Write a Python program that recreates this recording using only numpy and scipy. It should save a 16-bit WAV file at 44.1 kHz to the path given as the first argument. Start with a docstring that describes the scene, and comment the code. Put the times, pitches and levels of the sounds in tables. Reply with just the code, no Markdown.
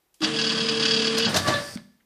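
"""A faint tick, then a thump: a bench labelling machine starts up in a quiet room.
Its feed motor hums and its gears grind for a second, while the drive rattles the steel parts
about 36 times a second. The paper label crackles and slaps on to the turning glass bottle,
which rings hollow as the rubber rollers rumble, hiss and whine under it.
The machine stops with a thud and a click."""
import sys
import numpy as np
from scipy import signal
from scipy.fft import rfft, irfft
from scipy.io import wavfile
from scipy.ndimage import uniform_filter1d

SR = 44100
rng = np.random.default_rng(int(sys.argv[2]) if len(sys.argv) > 2 else 0)


def transcribe(signal):
    """Save signal, clipped to [-1, 1], as a 16-bit WAV file at the path in sys.argv[1]."""
    frames = np.atleast_2d(signal).T
    limited = np.clip(frames, -1, 1)
    pcm = np.round(limited * 32767).astype(np.int16)
    wavfile.write(sys.argv[1], SR, pcm)


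N = 90404
T = np.arange(N) / SR
FREQS = np.arange(N // 2 + 1) * SR / N
FEED_ON_S, FEED_OFF_S = 0.215, 1.25


def from_db(db):
    """Decibels to gain."""
    return 10 ** (np.asarray(db) / 20)

def rms_one(x):
    """Scale to rms 1."""
    return x / np.sqrt(np.mean(x ** 2) + 1e-20)

def fader(curve):
    """Gain along a (time [s], level [dB]) curve, silent outside it."""
    return from_db(np.interp(T, *np.transpose(curve), left=-140, right=-140))

def cycles(curve):
    """Cycles completed along a (time [s], rate [Hz]) curve."""
    return np.cumsum(np.interp(T, *np.transpose(curve))) / SR

def swell(at_s, rise_s, decay_s):
    """Envelope that rises to 1 at at_s and dies away."""
    return np.exp(-np.minimum(np.where(T < at_s, (at_s - T) / rise_s, (T - at_s) / decay_s), 20))

def feed_gate(rise_s, run_down_s=0.013):
    """Envelope that ramps up, holds while the feed runs and dies away."""
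    ramp = np.clip((T - FEED_ON_S) / rise_s, 0, 1)
    return ramp * np.exp(-np.maximum(T - FEED_OFF_S, 0) / run_down_s)

def equalise(x, spectrum):
    """Shape noise with an EQ curve, rolled off below its first point; rms 1."""
    hz, db = np.transpose(spectrum)
    freqs = np.maximum(FREQS, 1)
    low_cut = np.minimum(freqs / hz[0], 1) ** 2
    gain = from_db(np.interp(np.log(freqs), np.log(hz), db))
    return rms_one(irfft(rfft(x) * low_cut * gain, N))

def butterworth(x, hz, kind, order=2):
    """Low-, high- or band-pass filter."""
    return signal.sosfilt(signal.butter(order, hz, kind, fs=SR, output="sos"), x + 1e-18)

def resonance(x, hz, width_hz):
    """Two-pole resonator with gain 1 at its peak."""
    r = np.exp(-np.pi * width_hz / SR)
    feedback = [1, -2 * r * np.cos(2 * np.pi * hz / SR), r * r]
    return signal.lfilter(np.array([1, 0, -1]) * (1 - r * r) / 2, feedback, x)

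def drift(rate_hz):
    """Random wobble, mostly slower than rate_hz; rms 1."""
    spectrum = rfft(rng.standard_normal(N)) * (FREQS > 0)
    return rms_one(irfft(spectrum / (1 + (FREQS / rate_hz) ** 2), N))

def grains(per_s, spread_db):
    """Tiny contacts at random times, their sizes scattered by spread_db; rms 1."""
    sizes = from_db(spread_db * np.minimum(rng.exponential(1, N), 3)) * rng.choice([-1, 1], N)
    return rms_one(sizes * (rng.random(N) < per_s / SR))

def struck_mode(at_s, db, hz, t60_s, rise_s=0.0035):
    """A decaying sine with a soft attack."""
    age = np.maximum(T - at_s, 0)
    attack = 1 - np.exp(-age / rise_s)
    return from_db(db - 60 * age / t60_s) * attack * np.sin(2 * np.pi * hz * age)


# Room tone EQ: (frequency [Hz], gain [dB])
ROOM_TONE_EQ = [(15, -22.5), (25, -9), (33, 0.5), (271, -6.5), (309, 0.5), (637, -6.5), (748, -5),
                (1280, -10), (10000, -17), (12100, -12.5), (15000, -14)]
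def room_tone(level_db=-71):
    """A faint, steady bed of dark noise."""
    return from_db(level_db) * equalise(rng.standard_normal(N), ROOM_TONE_EQ)

def reverb(send, t60_s=0.54, predelay_s=0.006, wet_db=-14.5, bass_db=-13):
    """The room's reflections blur into a diffuse tail, fuller in the bass."""
    tail = rng.standard_normal(N) * from_db(-60 * T / t60_s) * (T > predelay_s)
    wet = signal.fftconvolve(send, tail / np.sqrt(np.sum(tail ** 2)))[:N]
    bass = butterworth(wet, hz=150, kind="low", order=1)
    return from_db(wet_db) * wet + from_db(bass_db) * bass

# Metal ticks: (time [s], level [dB], low cut [Hz], high cut [Hz], decay [s])
METAL_CLICKS = [(0.142, -56.5, 2600, 12000, 0.014), (.155, -67, 2350, 13000, 0.1),
                (0.205, -44, 500, 5770, .02), (1.538, -27, 3500, 4200, 0.028),
                (1.7732, -26, 1220, 3540, 0.001), (2.001, -65.5, 1400, 2590, .015)]
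def metal_clicks():
    """Small metal parts snap and clink, each a sharp burst of band-passed noise."""
    track = np.zeros(N)
    for at_s, db, low_hz, high_hz, decay_s in METAL_CLICKS:
        burst = rng.standard_normal(N) * (T >= at_s) * swell(at_s, decay_s, decay_s)
        makeup_gain = np.sqrt(SR / 2 / (high_hz - low_hz))
        track += from_db(db) * makeup_gain * butterworth(burst, [low_hz, high_hz], "band")
    return track

# Tempo of the drive's bursts: (time [s], rate [Hz])
BURST_RATE = [(.21, 34.6), (.28, 34.3), (.34, 41), (.39, 39.8), (.45, 36.8), (.9, 35.7), (.97, 36.5),
              (1.08, 39.2), (1.14, 39.7), (1.3, 37.4)]
def burst_count(onset_s=0.6845):
    """Running count of the drive's bursts: whole numbers are onsets, one of them at onset_s."""
    count = cycles(BURST_RATE)
    return count - np.interp(onset_s, T, count)

def burst_pulse(rise=0.052, hold=0.41, fall=0.45, depth_db=10):
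    """Each burst snaps on, holds and fades, in shares of its period; rms 1."""
    shape = np.interp(burst_count() % 1, np.cumsum([0, rise, hold, fall]), [0, 1, 1, 0])
    return rms_one(from_db(depth_db * shape))

# Gear noise EQ: (frequency [Hz], gain [dB])
GEAR_EQ = [(40, -34.5), (70, -20), (110, -7.5), (200, 0.5), (250, 0), (300, 5.5), (370, -14), (560, -6),
           (900, -11), (1200, -3.5), (1340, -10.5), (1600, -5), (2200, -10.5), (3000, -3), (5500, -15.5),
           (8000, -19.5), (10000, -24.5), (12000, -48), (15000, -61.5)]
def gears(level_db=-30.5, flutter_db=1.3, pulse_follow=0.072):
    """The running gears make a grainy grind that swells a little with each burst."""
    grind = equalise(grains(per_s=13000, spread_db=3), GEAR_EQ)
    gain = from_db(level_db + flutter_db * drift(31))
    return grind * gain * burst_pulse() ** pulse_follow * feed_gate(rise_s=0.005)

# Feed motor pitch: (time [s], pitch [Hz])
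MOTOR_PITCH = [(0.27, 452.2), (0.394, 449.6), (0.426, 450.7), (1.004, 450.4), (1.18, 448.3), (1.22, 457)]
# Its partials: (pitch ratio, start level [dB], end level [dB], waver [dB])
MOTOR_PARTIALS = [(0.3329, -36.5, -44.5, -0.5), (.5, -33.5, -30, 0.5), (1, -32, -26, 2)]
def motor_hum():
    """Three wavering tones: the upper two grow as the label is drawn out, the lowest fades."""
    phase = 2 * np.pi * cycles(MOTOR_PITCH)
    hum = np.zeros(N)
    for ratio, start_db, end_db, waver_db in MOTOR_PARTIALS:
        ramp_db = np.interp(T, [FEED_ON_S, FEED_OFF_S], [start_db, end_db])
        hum += from_db(ramp_db + waver_db * drift(36)) * np.sin(ratio * phase)
    return hum * feed_gate(rise_s=0.12)

# Roller faders, the whine with one per harmonic: (time [s], level [dB])
RUMBLE_FADER = [(1.248, -71), (1.265, -25.5), (1.32, -30.5), (1.37, -27), (1.44, -35), (1.49, -23.5),
                (1.53, -27), (1.59, -32.5), (1.64, -40.5), (1.75, -48), (1.8, -53.5), (1.86, -84)]
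HISS_FADER = [(1.26, -88), (1.295, -34.5), (1.33, -41.5), (1.4, -40), (1.55, -40.5), (1.62, -42.5),
              (1.755, -43.5), (1.775, -66), (1.82, -86)]
WHINE_FADERS = [
    [(1.3, -60), (1.36, -38), (1.44, -44), (1.49, -32), (1.58, -29), (1.65, -46), (1.79, -54), (1.83, -85)],
    [(1.3, -60), (1.36, -36), (1.435, -41), (1.47, -24), (1.495, -28), (1.525, -25), (1.58, -36),
     (1.64, -49), (1.71, -52), (1.78, -75)],
    [(1.33, -60), (1.4, -35), (1.435, -42), (1.468, -29), (1.505, -36), (1.542, -24), (1.585, -29),
     (1.61, -43), (1.7, -48), (1.79, -70)],
]
DRONE_FADER = [(1.24, -55), (1.27, -42), (1.34, -47), (1.4, -29.5), (1.49, -50), (1.57, -36), (1.64, -56),
               (1.75, -48.5), (1.8, -69.5)]
# Bottle rumble and rubber hiss EQs: (frequency [Hz], gain [dB])
RUMBLE_EQ = [(30, -29), (62, -24), (94, -4.5), (130, -0.5), (200, -4), (320, -6), (430, -10), (640, -7),
             (900, -14), (1700, -9.5), (2300, -16), (3600, -15), (5000, -22.5), (8000, -31), (14000, -77.5)]
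HISS_EQ = [(1180, -31), (2000, -28.5), (3860, -27), (4530, 5), (7200, -9.5), (9110, -3), (11000, -17.5),
           (14000, -14.5), (15000, -34.5)]
def rollers(whine_hz=578, pitch_waver=0.005, whine_flutter_db=1.5, drone_flutter_db=3):
    """The bottle rumbles on rubber rollers that hiss and whine over the low drone of their drive."""
    rumble = fader(RUMBLE_FADER) * equalise(grains(per_s=9000, spread_db=0), RUMBLE_EQ)
    hiss = fader(HISS_FADER) * equalise(grains(per_s=9000, spread_db=2), HISS_EQ)
    pitch_hz = whine_hz * (1 + pitch_waver * drift(50))
    phase = 2 * np.pi * np.cumsum(pitch_hz) / SR
    whine = sum(fader(curve) * from_db(whine_flutter_db * drift(80)) * np.sin(harmonic * phase)
                for harmonic, curve in enumerate(WHINE_FADERS, start=1))
    drone = fader(DRONE_FADER) * from_db(drone_flutter_db * drift(30)) * np.sin(phase / 6)
    return rumble + hiss + whine + drone

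# Jolts to the frame: (time [s], level [dB], pitch [Hz], T60 [s])
FRAME_THUMPS = [(0.206, -26.5, 315, 0.61), (.2275, -15.5, 298, 0.078), (0.227, -23, 203, 0.17),
                (1.249, -22, 219, 0.26), (1.253, -35, 143, .09), (1.481, -18.5, 131, 0.18),
                (1.7574, -23, 208.7, 0.098), (1.7566, -20, 229, 0.097)]
def frame_thumps():
    """The frame rings low as the drives start and stop."""
    return sum(struck_mode(*thump) for thump in FRAME_THUMPS)

# Knocks on the bottle: (time [s], level [dB])
BOTTLE_KNOCKS = [(1.346, -28), (1.471, -24), (1.489, -28)]
# Its modes: (frequency [Hz], gain [dB], T60 [s])
BOTTLE_MODES = [(622.6, 6, 0.18), (687, 1.5, 0.3), (744, -0.5, .2)]
def bottle_knocks():
    """The label and the pressure wheel knock the bottle, which rings hollow."""
    return sum(struck_mode(at_s, knock_db + mode_db, hz, t60_s)
               for at_s, knock_db in BOTTLE_KNOCKS for hz, mode_db, t60_s in BOTTLE_MODES)

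# Paper EQ: (frequency [Hz], gain [dB])
PAPER_EQ = [(200, -29.5), (450, -6), (650, -0.5), (900, -3.5), (1500, -0.5), (2300, -9.5), (4200, 2.5),
            (6000, -2), (9000, -10), (12500, -12), (15000, -28)]
# Paper hits: (time [s], level [dB], rise [s], decay [s], high cut [Hz])
PAPER_HITS = [(0.218, -31, 0.00066, 0.054, 1500), (1.187, -21.5, 0.0066, 0.0045, 14700),
              (1.344, -20.5, 0.0013, 0.013, 4670), (1.367, -18, 0.0046, 0.018, 11900),
              (1.479, -21.5, 0.0033, .022, 3850)]
def label():
    """The label web snaps taut, crackles and slaps on to the glass in short clumps of grains."""
    paper = equalise(grains(per_s=8000, spread_db=2.5), PAPER_EQ)
    track = np.zeros(N)
    for at_s, db, rise_s, decay_s, high_hz in PAPER_HITS:
        crackle = rms_one(butterworth(paper, high_hz, "low", order=1))
        track += from_db(db) * swell(at_s, rise_s, decay_s) * crackle
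    return track

# Modes of the steel parts: (frequency [Hz], bandwidth [Hz], gain [dB])
STEEL_MODES = [(1531, 15, -5.5), (1668, 9, -3), (1720, 8.6, -8), (1900, 10, -12.5), (2652, 127, -7.5),
               (2940, 11, 3), (3144, 94, -10.5), (3310, 25, 3), (3502, 49, -9), (3880, 35, -6),
               (4294, 72, -7.5), (4580, 74, -1), (4830, 43, -2.5), (4988, 22, 2), (5295, 380, -13.5),
               (6720, 1000, -24)]
# Rattle fader, read once per burst: (time [s], level before trim [dB])
RATTLE_FADER = [(0.21, -45), (0.22, -35.5), (0.247, -23), (0.275, -51), (0.295, -43), (0.363, -29.5),
                (0.379, -25.5), (0.475, -26.5), (0.503, -25.5), (0.543, -32), (0.615, -26), (0.643, -34),
                (0.699, -22.5), (0.715, -31.5), (0.755, -31), (0.867, -21.5), (0.895, -27.5), (0.907, -22),
                (1.003, -27.5), (1.083, -25), (1.107, -38), (1.143, -33.5), (1.187, -25.5), (1.259, -26.5),
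                (1.29, -37), (1.33, -56)][3:]
# Drive clacks: (time [s], level [dB], rise [s], decay [s])
LOAD_CLACKS = [(.2185, -30.5, 0.00054, 0.016), (0.2465, -18, 0.0082, 0.01), (1.253, -29, 0.0036, 0.017)]
def drive_rattle(trim_db=1, step_depth=0.12):
    """Steel parts chatter in bursts, and clack as the drive takes up and lets go of the load."""
    contacts = grains(per_s=9000, spread_db=-0.5)
    steel = sum((-1) ** k * from_db(db) * resonance(contacts, hz, width_hz)
                for k, (hz, width_hz, db) in enumerate(STEEL_MODES))
    steel /= np.sqrt(uniform_filter1d(steel ** 2, size=400) + 1e-12)  # an even drive keeps it level
    motor_steps = 1 + step_depth * np.cos(np.pi * cycles(MOTOR_PITCH))  # at half the motor's pitch
    count = burst_count()
    accents = np.interp(np.floor(count) + 0.15, count, fader(RATTLE_FADER))  # read just after onset
    chatter = from_db(trim_db) * accents * burst_pulse()
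    clacks = sum(from_db(db) * swell(at_s, rise_s, decay_s) for at_s, db, rise_s, decay_s in LOAD_CLACKS)
    return rms_one(steel * motor_steps) * (chatter + clacks)


def scene():
    """Mono mix of the machine over room tone, with only a little hum sent to the reverb."""
    clatter = gears() + drive_rattle() + rollers() + label()
    clatter += frame_thumps() + bottle_knocks() + metal_clicks()
    hum = motor_hum()
    mix = room_tone() + clatter + hum + reverb(send=clatter + 0.17 * hum)
    return mix[None]

def record(dry):
    """A steep high cut at 15 kHz."""
    return signal.sosfilt(signal.ellip(10, 0.1, 80, 15000, fs=SR, output="sos"), dry)


dry = scene()
out = record(dry)
transcribe(out)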